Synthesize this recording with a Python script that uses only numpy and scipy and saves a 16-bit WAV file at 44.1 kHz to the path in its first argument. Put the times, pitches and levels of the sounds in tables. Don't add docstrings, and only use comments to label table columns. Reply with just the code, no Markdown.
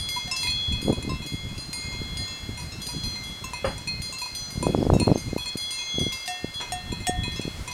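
import sys
import numpy as np
from scipy import signal
from scipy.fft import rfft, irfft, next_fast_len
from scipy.io import wavfile
from scipy.ndimage import uniform_filter1d, map_coordinates

SR = 44100
rng = np.random.default_rng(int(sys.argv[2]) if len(sys.argv) > 2 else 0)


def digitize_waveform(pressure):
    field = np.atleast_2d(pressure).T
    bounded = np.clip(field, -1, 1)
    quanta = np.round(bounded * 32767).astype(np.int16)
    wavfile.write(sys.argv[1], SR, quanta)


N = 340893


def amp(db):
    return 10 ** (np.asarray(db) / 20)


def unit(x):
    return x / np.sqrt(np.mean(x ** 2) + 1e-20)


def wobble(rate):
    knots = rng.standard_normal(int(N * rate / SR) + 4)
    return map_coordinates(knots, [np.arange(N) * rate / SR])


def filtered(x, response):
    m = next_fast_len(N + SR // 2)
    return irfft(rfft(x, m) * response(np.fft.rfftfreq(m, 1 / SR)), m)[..., :N]


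def coloured(spectrum):
    f, db = np.transpose(spectrum)

    def response(hz):
        return amp(np.interp(np.log(hz + 1), np.log(f + 1), db, right=-120))

    return unit(filtered(rng.standard_normal(N), response))


def bell(families, voicing, blows, crack_db):
    sway_depth_db = 1.6
    scatter_depth_db = 4.5
    blows, voicing = np.array(blows), np.array(voicing)
    strength_db, landing = blows[:, 1:2], blows[:, 2:]
    levels = strength_db + voicing[:, 0] + landing @ voicing[:, 1:].T

    t = np.arange(N) / SR
    last = np.searchsorted(blows[:, 0], t, side="right") - 1
    since = np.where(last >= 0, t - blows[last, 0], N)
    contact = coloured([(600, -44), (2500, 0.0), (7000, -7), (16000, -20)])
    out = amp(levels[last, -1] + crack_db - 60 * since / .025) * contact

    thicket = [(hz, -hz / 600) for hz in 6500 + 8000 * rng.random(size=20) ** 2.0]
    top_t60, top_modes = families[-1]
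    families = families[:-1] + [(top_t60, top_modes + thicket)]
    for k, (t60, modes) in enumerate(families):
        first_hz = modes[0][0]
        sway_db = sway_depth_db * (wobble(9) + wobble(45) * np.minimum(.5 / t60, 2))
        for hz, db in modes:
            chance = rng.standard_normal(size=(len(blows), 2))
            spread_db = 2.0 + scatter_depth_db * (hz != first_hz) + 7 * abs(np.log(hz / first_hz))
            scatter_db = spread_db * np.tanh(chance[last, 0])
            fade_db = -60 * since / t60 * hz / first_hz
            level_db = levels[last, k] + db + scatter_db + fade_db + sway_db
            size = uniform_filter1d(amp(level_db), size=24)
            out += size * np.sin(2 * np.pi * hz * since + 10 * chance[last, 1])
    return out


def bright_bell():
    # t60 of the first mode in seconds,
    # then its modes as pairs of frequency in Hz and relative level in dB.
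    mode_families = [(4, [(2116, 0)]), (2.4, [(4166, 2), (4157, -11)]), (1.19, [(4861, 2), (4791, -3),
                     (4823, -2)]), (1.1, [(6731, 2)]), (1.2, [(5998, 0)]), (0.4, [(8920, 11), (9695, 2),
                     (10191, -4), (10444, 5), (11396, 3), (11900, -3), (12166, -2), (14150, -7)])]
    # gain over the blow's strength in dB,
    # tilt in dB per unit of landing height, tilt in dB per unit of landing side.
    family_voicing = [(-4, -5.5, 8.5), (9, -1, -7), (5.5, -3, -2), (4, -7.5, -4.5), (0.6, 15.5, 0),
                      (-8.5, -3.3, -2)]
    # start in seconds, strength in dB before the voicing,
    # landing height on the wall and landing side (no unit, roughly -1 to 1).
    clapper_blows = [(0, -48, -0.13, 0.031), (0.088, -41.5, 0.068, 0.36), (0.364, -41.5, 0.17, -0.36),
                     (0.434, -44, 0.16, -0.23), (0.817, -51.5, -0.73, -0.14), (1.263, -50, -0.65, 0.46),
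                     (1.579, -52, -0.39, -0.42), (1.73, -44, -1.1, 0.39), (2.171, -46.5, -0.76, 0.26),
                     (2.598, -53.5, -0.37, 0.24), (2.817, -48, 0.13, 0.04), (2.868, -46, 0.2, -0.3),
                     (3.036, -50, 0.45, -1.24), (3.237, -52, 0.14, 0.12), (3.651, -52.5, -0.21, -0.012),
                     (4.019, -47.5, -0.023, -0.1), (4.185, -47.5, 0.12, -0.16), (4.35, -46.5, 0.31, -0.78),
                     (4.505, -48, 0.13, 0.32), (4.668, -55, -0.29, 0.58), (5.176, -48.5, -0.092, 0.72),
                     (5.378, -54, 0.27, -0.28), (5.571, -44, 0.064, 0.3), (5.707, -42, -0.16, 0.45),
                     (5.993, -44.5, 0.23, 0.83), (6.121, -44, 0.05, 1), (6.26, -47, -0.19, 0.55),
                     (6.541, -54, 0.15, -0.59), (7.318, -52.5, 0.19, 1.0), (7.714, -48.0, 0.41, 0.64)]
    return bell(mode_families, family_voicing, clapper_blows, crack_db=19)


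def clanking_bell():
    # t60 of the family's first mode in seconds, pairs of frequency in Hz and relative level in dB.
    mode_families = [(0.18, [(964, -3), (991, -2)]), (0.51, [(2519, 10), (2590, -1)]),
                     (0.55, [(4243, 5.8)]), (0.87, [(4080, 6.5), (2096, -4.5)]), (0.17, [(7190, 7),
                     (5844, -1), (8650, 1), (9240, 0.5), (9860, -1.5)])]
    # family gain in dB, tilt in dB per unit of landing height, tilt in dB per unit of landing side.
    family_voicing = [(8, -8, 5.5), (-1, 6, -1.5), (-2, 12.5, -2.5), (-1.0, -6, -8.5), (0, 1.5, 4)]
    # start in seconds, strength in dB before the voicing, landing height and side (no unit).
    clapper_blows = [(0.163, -48.5, -0.52, 0.12), (0.431, -40, -0.23, -0.052), (0.472, -41.5, 0.48, -1.1),
                     (0.502, -46, 0.93, 0.044), (0.723, -46, 0.49, -0.096), (0.926, -48.5, -0.07, 0.045),
                     (1.026, -50.4, -0.12, -0.56), (1.221, -50.5, 0.26, -0.7), (1.49, -56.5, 0.23, -0.09),
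                     (1.732, -51.5, 0.23, -0.16), (1.825, -50.9, 0.34, -0.03),
                     (1.927, -53.5, -0.16, -0.035), (2.575, -49, -0.15, 0.41), (2.888, -52.5, -0.71, 0.4),
                     (3.04, -52.5, -0.041, 0.05), (3.157, -53, -0.6, -0.65), (3.534, -45, 0.16, 0.24),
                     (3.78, -56, 0.012, 0.82), (3.874, -45, 0.84, -0.51), (4.217, -46.5, 0.28, 0.27),
                     (4.26, -51, 0.16, 0.37), (4.627, -44.5, -0.056, 0.98), (4.999, -41, 0.55, 1.0),
                     (5.069, -47.5, -0.15, -0.053), (5.287, -56.5, -0.037, -0.4),
                     (5.379, -48.5, 0.34, 0.55), (5.458, -46.5, 0.63, 0.066), (5.788, -47.5, -0.092, -0.33),
                     (6.612, -46.5, -0.28, 0.46), (6.92, -48, 0.076, -0.22), (7.003, -52, 0.2, -0.68),
                     (7.235, -42, -0.38, -0.5), (7.414, -50.4, 0.44, -0.29), (7.677, -46, -0.15, 0.22)]
    return bell(mode_families, family_voicing, clapper_blows, crack_db=5.2)


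def tin_bell():
    # t60 of the family's first mode in seconds, pairs of frequency in Hz and relative level in dB.
    mode_families = [(.2, [(1040, 0)]), (.55, [(2665, 6), (3801, -1.5), (5184, 1.5), (5475, -7.5)])]
    # family gain in dB, tilt in dB per unit of landing height.
    family_voicing = [(3.5, -2), (0, 7)]
    # start in seconds, strength in dB before the voicing, landing height (no unit).
    clapper_blows = [(0.313, -34, -0.21), (1.094, -36, -1.56), (1.55, -57, 0.5), (2.279, -48.5, 0.64),
                     (2.721, -52, 0.62), (3.441, -41.5, -0.33), (4.125, -39.5, -0.43), (4.936, -45, 0.15),
                     (5.721, -49.5, 0.13), (6.125, -47.5, 0.17), (7.359, -49.5, -0.17)]
    return bell(mode_families, family_voicing, clapper_blows, crack_db=0.1)


def deep_bell():
    # t60 of the family's first mode in seconds, pairs of frequency in Hz and relative level in dB.
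    mode_families = [(0.32, [(727, 0)]), (1.1, [(1830, 4), (2690, -3), (3903, -11)]), (0.18, [(5523, -3),
                     (8053, -2), (8667, -4)])]
    # family gain in dB, tilt in dB per unit of landing height.
    family_voicing = [(2.5, -19), (-9, 1), (-7, -36)]
    # start in seconds, strength in dB before the voicing, landing height (no unit).
    clapper_blows = [(0.277, -41, -0.0014), (2.19, -40, 1), (6.278, -31.5, -0.03), (6.721, -31, 0.045),
                     (7.069, -27.5, -0.023)]
    return bell(mode_families, family_voicing, clapper_blows, crack_db=10.0)


def singing_partial():
    # quietest moment in seconds, loudest moment in seconds,
    # rms level at the crest in dB.
    swing_lobes = [(-0.3, 0.167, -34), (0.335, 0.676, -29), (0.84, 0.84, -37), (1.13, 1.36, -40),
                   (1.712, 2.27, -40), (2.8, 2.826, -40.5), (2.875, 3.036, -40), (3.226, 3.26, -38.5),
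                   (3.547, 3.674, -43.5), (4.01, 4.03, -44), (4.175, 4.2, -46.5), (4.34, 4.358, -42.5),
                   (4.516, 4.575, -49), (4.606, 4.705, -43.5), (4.95, 5.26, -51.5), (5.386, 5.437, -34),
                   (5.445, 5.501, -36.5), (5.568, 5.666, -33), (5.762, 5.812, -33.5), (5.85, 6.012, -28.5),
                   (6.177, 6.252, -39.5), (6.274, 6.342, -37), (6.416, 6.478, -43), (6.535, 6.577, -33),
                   (6.667, 6.77, -40), (6.837, 6.91, -41.5), (7.036, 7.097, -35.5), (7.13, 7.238, -36),
                   (7.657, 7.7, -45.5)]
    singing_hz, fade_db_per_s = 3351.4, 20
    lobe_sharpness, null_db, last_null_s = 0.72, -17, 8.5
    silent, loudest, db = np.transpose(swing_lobes)
    t = np.arange(N) / SR

    marks = np.append(np.column_stack([silent, loudest]).ravel(), last_null_s)
    lobe = np.sin(np.pi / 2 * np.interp(t, marks, np.arange(len(marks))))
    facing = np.sign(lobe) * np.abs(lobe) ** lobe_sharpness

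    now = np.searchsorted(silent, t) - 1
    fade_db = fade_db_per_s * np.maximum(t - loudest[now], 0)
    level_db = uniform_filter1d(db[now] - fade_db, size=400)
    phase = 2 * np.pi * np.cumsum(singing_hz * (1 + 0.00081 * wobble(4.3))) / SR
    tone = facing * np.sin(phase) + amp(null_db) * np.cos(phase)
    return np.sqrt(2) * amp(level_db) * tone


def knock():
    # frequency in Hz, relative level in dB, t60 in seconds.
    wood_modes = [(535, 3, 0.11), (1213, -7, 0.12), (1720, -7, 0.04)]
    start_s, level_db = 3.644, -19
    t = np.arange(SR // 2) / SR
    ring = sum(amp(db - 60 * t / t60) * np.sin(2 * np.pi * hz * t) for hz, db, t60 in wood_modes)
    grain = coloured([(300, -9), (600, -2.0), (1500, -10), (3000, -15), (4000, -46)])[:len(t)]
    rattle = grain * amp(-6.0 - 60 * t / 0.27)
    attack = 1 - np.exp(-t / 0.0015)
    out = np.zeros(N)
    out[round(start_s * SR):][:len(t)] = amp(level_db) * (ring + rattle) * attack
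    return out


def scuff():
    start_s, onset_db, t60_s = 6.6, -36.5, 0.41
    since = np.arange(N) / SR - start_s
    fade = amp(onset_db - 60 * np.abs(since) / t60_s) * (since > 0)
    return fade * coloured([(500, -8.0), (2000, -9), (9000, -25)])


def slope_echo(x):
    t = np.arange(SR // 2) / SR
    tail = rng.standard_normal(len(t)) * amp(-60 * t / 0.14)
    return signal.fftconvolve(x, tail / np.linalg.norm(tail))[:N]


def flicking_bird():
    # start in seconds, end in seconds, peak level between flicks in dB.
    held_notes = [(5.148, 5.214, -39), (5.785, 6.017, -39)]
    flick_period_s, note_hz, flick_hz, flick_dip_db = .0335, 6320, 170, 3.6
    t = np.arange(N) / SR
    out = np.zeros(N)
    for start, end, db in held_notes:
        beat = ((t - start) / flick_period_s) % 1
        gate = uniform_filter1d(1. * ((t > start) & (t < end)), size=200)
        flick = np.exp(-((beat - .93) / 0.18) ** 2)
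        phase = 2 * np.pi * np.cumsum(note_hz + flick_hz * flick) / SR
        out += gate * amp(db - flick_dip_db * flick) * np.sin(phase)
    return out


def chirping_bird():
    # middle of the first chirp in seconds, peak level in dB.
    trill_phrases = [(4.07, -52), (4.425, -61), (4.782, -46.5), (5.133, -46), (5.462, -48), (5.79, -51)]
    gap_s, width_s, middle_hz, fall_hz_per_s = .0375, 0.019, 4960, 30000
    t = np.arange(N) / SR
    out = np.zeros(N)
    for first, db in trill_phrases:
        for k in range(3):
            u = t - first - k * gap_s
            swell = np.exp(-(u / width_s) ** 2)
            out += amp(db) * swell * np.sin(2 * np.pi * (middle_hz - fall_hz_per_s * u / 2) * u)
    return out


def puffs(times, sizes, widths):
    vent_hz = 110
    steps = np.arange(-300, 301)
    bumps = sizes[:, None] * np.exp(-(steps / SR / widths[:, None]) ** 2)
    spots = np.round(times * SR).astype(int)[:, None] + steps
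    inside = (spots >= 0) & (spots < N)
    pressure = np.bincount(spots[inside], bumps[inside], N)
    return filtered(pressure, lambda hz: (1j * hz / (vent_hz + 1j * hz)) ** 2)


def wind():
    # time in seconds, level in dB before it is shared among the layers.
    gust_course = [(0.0, -37.5), (0.77, -36), (0.88, -22.5), (1.29, -37), (1.33, -30.5), (1.42, -36),
                   (4.09, -35.5), (4.39, -45.5), (4.585, -27.5), (4.64, -20.5), (5.17, -21.5), (5.19, -30),
                   (5.9, -52), (6.0, -25.5), (6.39, -65), (6.44, -41.5), (6.76, -48), (6.91, -38),
                   (7.73, -37.5)]
    # time in seconds, strength in dB before the lift below.
    hard_pops = [(0.825, -20), (0.878, -10.5), (0.925, -14.5), (1.115, -17.5), (2.013, -19.5),
                 (2.488, -19.5), (4.629, -23.5), (4.664, -7), (4.744, -6.5), (4.824, -10), (4.863, -10.5),
                 (4.897, -4.5), (4.932, -8), (5.012, -12.5), (5.075, -6), (5.112, -8.5), (5.154, -10),
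                 (5.327, -14.5), (5.36, -12), (5.552, -17.5), (5.98, -14), (6.062, -15), (6.441, -14.5),
                 (6.923, -17.5), (7.091, -13.5), (7.276, -18.5), (7.392, -16), (7.449, -18.5), (7.475, -16)]
    # frequency in Hz, relative density in dB per Hz.
    rumble_colour = [(15, -10), (40, -1.5), (110, -0.5), (250, -12), (1200, -57)]
    gust_s, gust_point_db = np.transpose(gust_course)
    gust_db = np.interp(np.arange(N) / SR, gust_s, gust_point_db)
    strength = np.clip((gust_db + 40.0) / 22, 0, 1)

    lumps = np.tanh(wobble(38))
    rumble = unit(amp(7.5 * wobble(9.2) + 5.3 * lumps) * coloured(rumble_colour))
    flutter_noise = coloured([(100, -6.5), (250, 3), (600, -9.0), (3500, -67.0)])
    flutter = unit(amp(6.4 * lumps + 7.9 * wobble(90)) * flutter_noise)

    draw = rng.random(size=(900, 4))
    at = (draw[:, 0] * (N - 1)).astype(int)
    widths = np.clip(.003 - 0.0023 * strength[at], 2e-4, .004) * (.5 + draw[:, 1])
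    puff_db = np.minimum(-6 * np.log(draw[:, 2]), 8) + 6.7 * lumps[at]
    sign = np.where(draw[:, 3] < .7, 1, -1)
    eddies = unit(puffs(at / SR, amp(puff_db) * sign, widths))

    pop_s, pop_db = np.transpose(hard_pops)
    pop_widths = np.clip(0.0015 * amp(-.6 * (pop_db + 25.5)), 1.2e-4, .003)
    pops = puffs(pop_s + 0.00454, amp(pop_db + 4.5), pop_widths)

    layers = amp(-10.3 * strength) * rumble + amp(-5.0) * eddies + amp(-16 + 10 * strength) * flutter
    return amp(gust_db) * layers + pops


def meadow():
    # frequency in Hz, relative density in dB per Hz.
    hiss_colour = [(200, 1.5), (1000, 3.5), (3000, -2), (7000, -5), (11000, -11), (16000, -22)]
    breeze_db = 0.8 * wobble(2.75)
    return amp(-47.0 + breeze_db) * coloured(hiss_colour)


def scene():
    echo_db = -9
    bells = bright_bell() + clanking_bell() + tin_bell() + deep_bell()
    herd = bells + knock() + scuff()
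    near = herd + amp(echo_db) * slope_echo(herd) + singing_partial()
    birds = flicking_bird() + chirping_bird()
    return (near + birds + wind() + meadow())[None]


def record(dry):
    top_hz = 15870
    return filtered(dry, lambda hz: hz < top_hz)


dry = scene()
out = record(dry)
digitize_waveform(out)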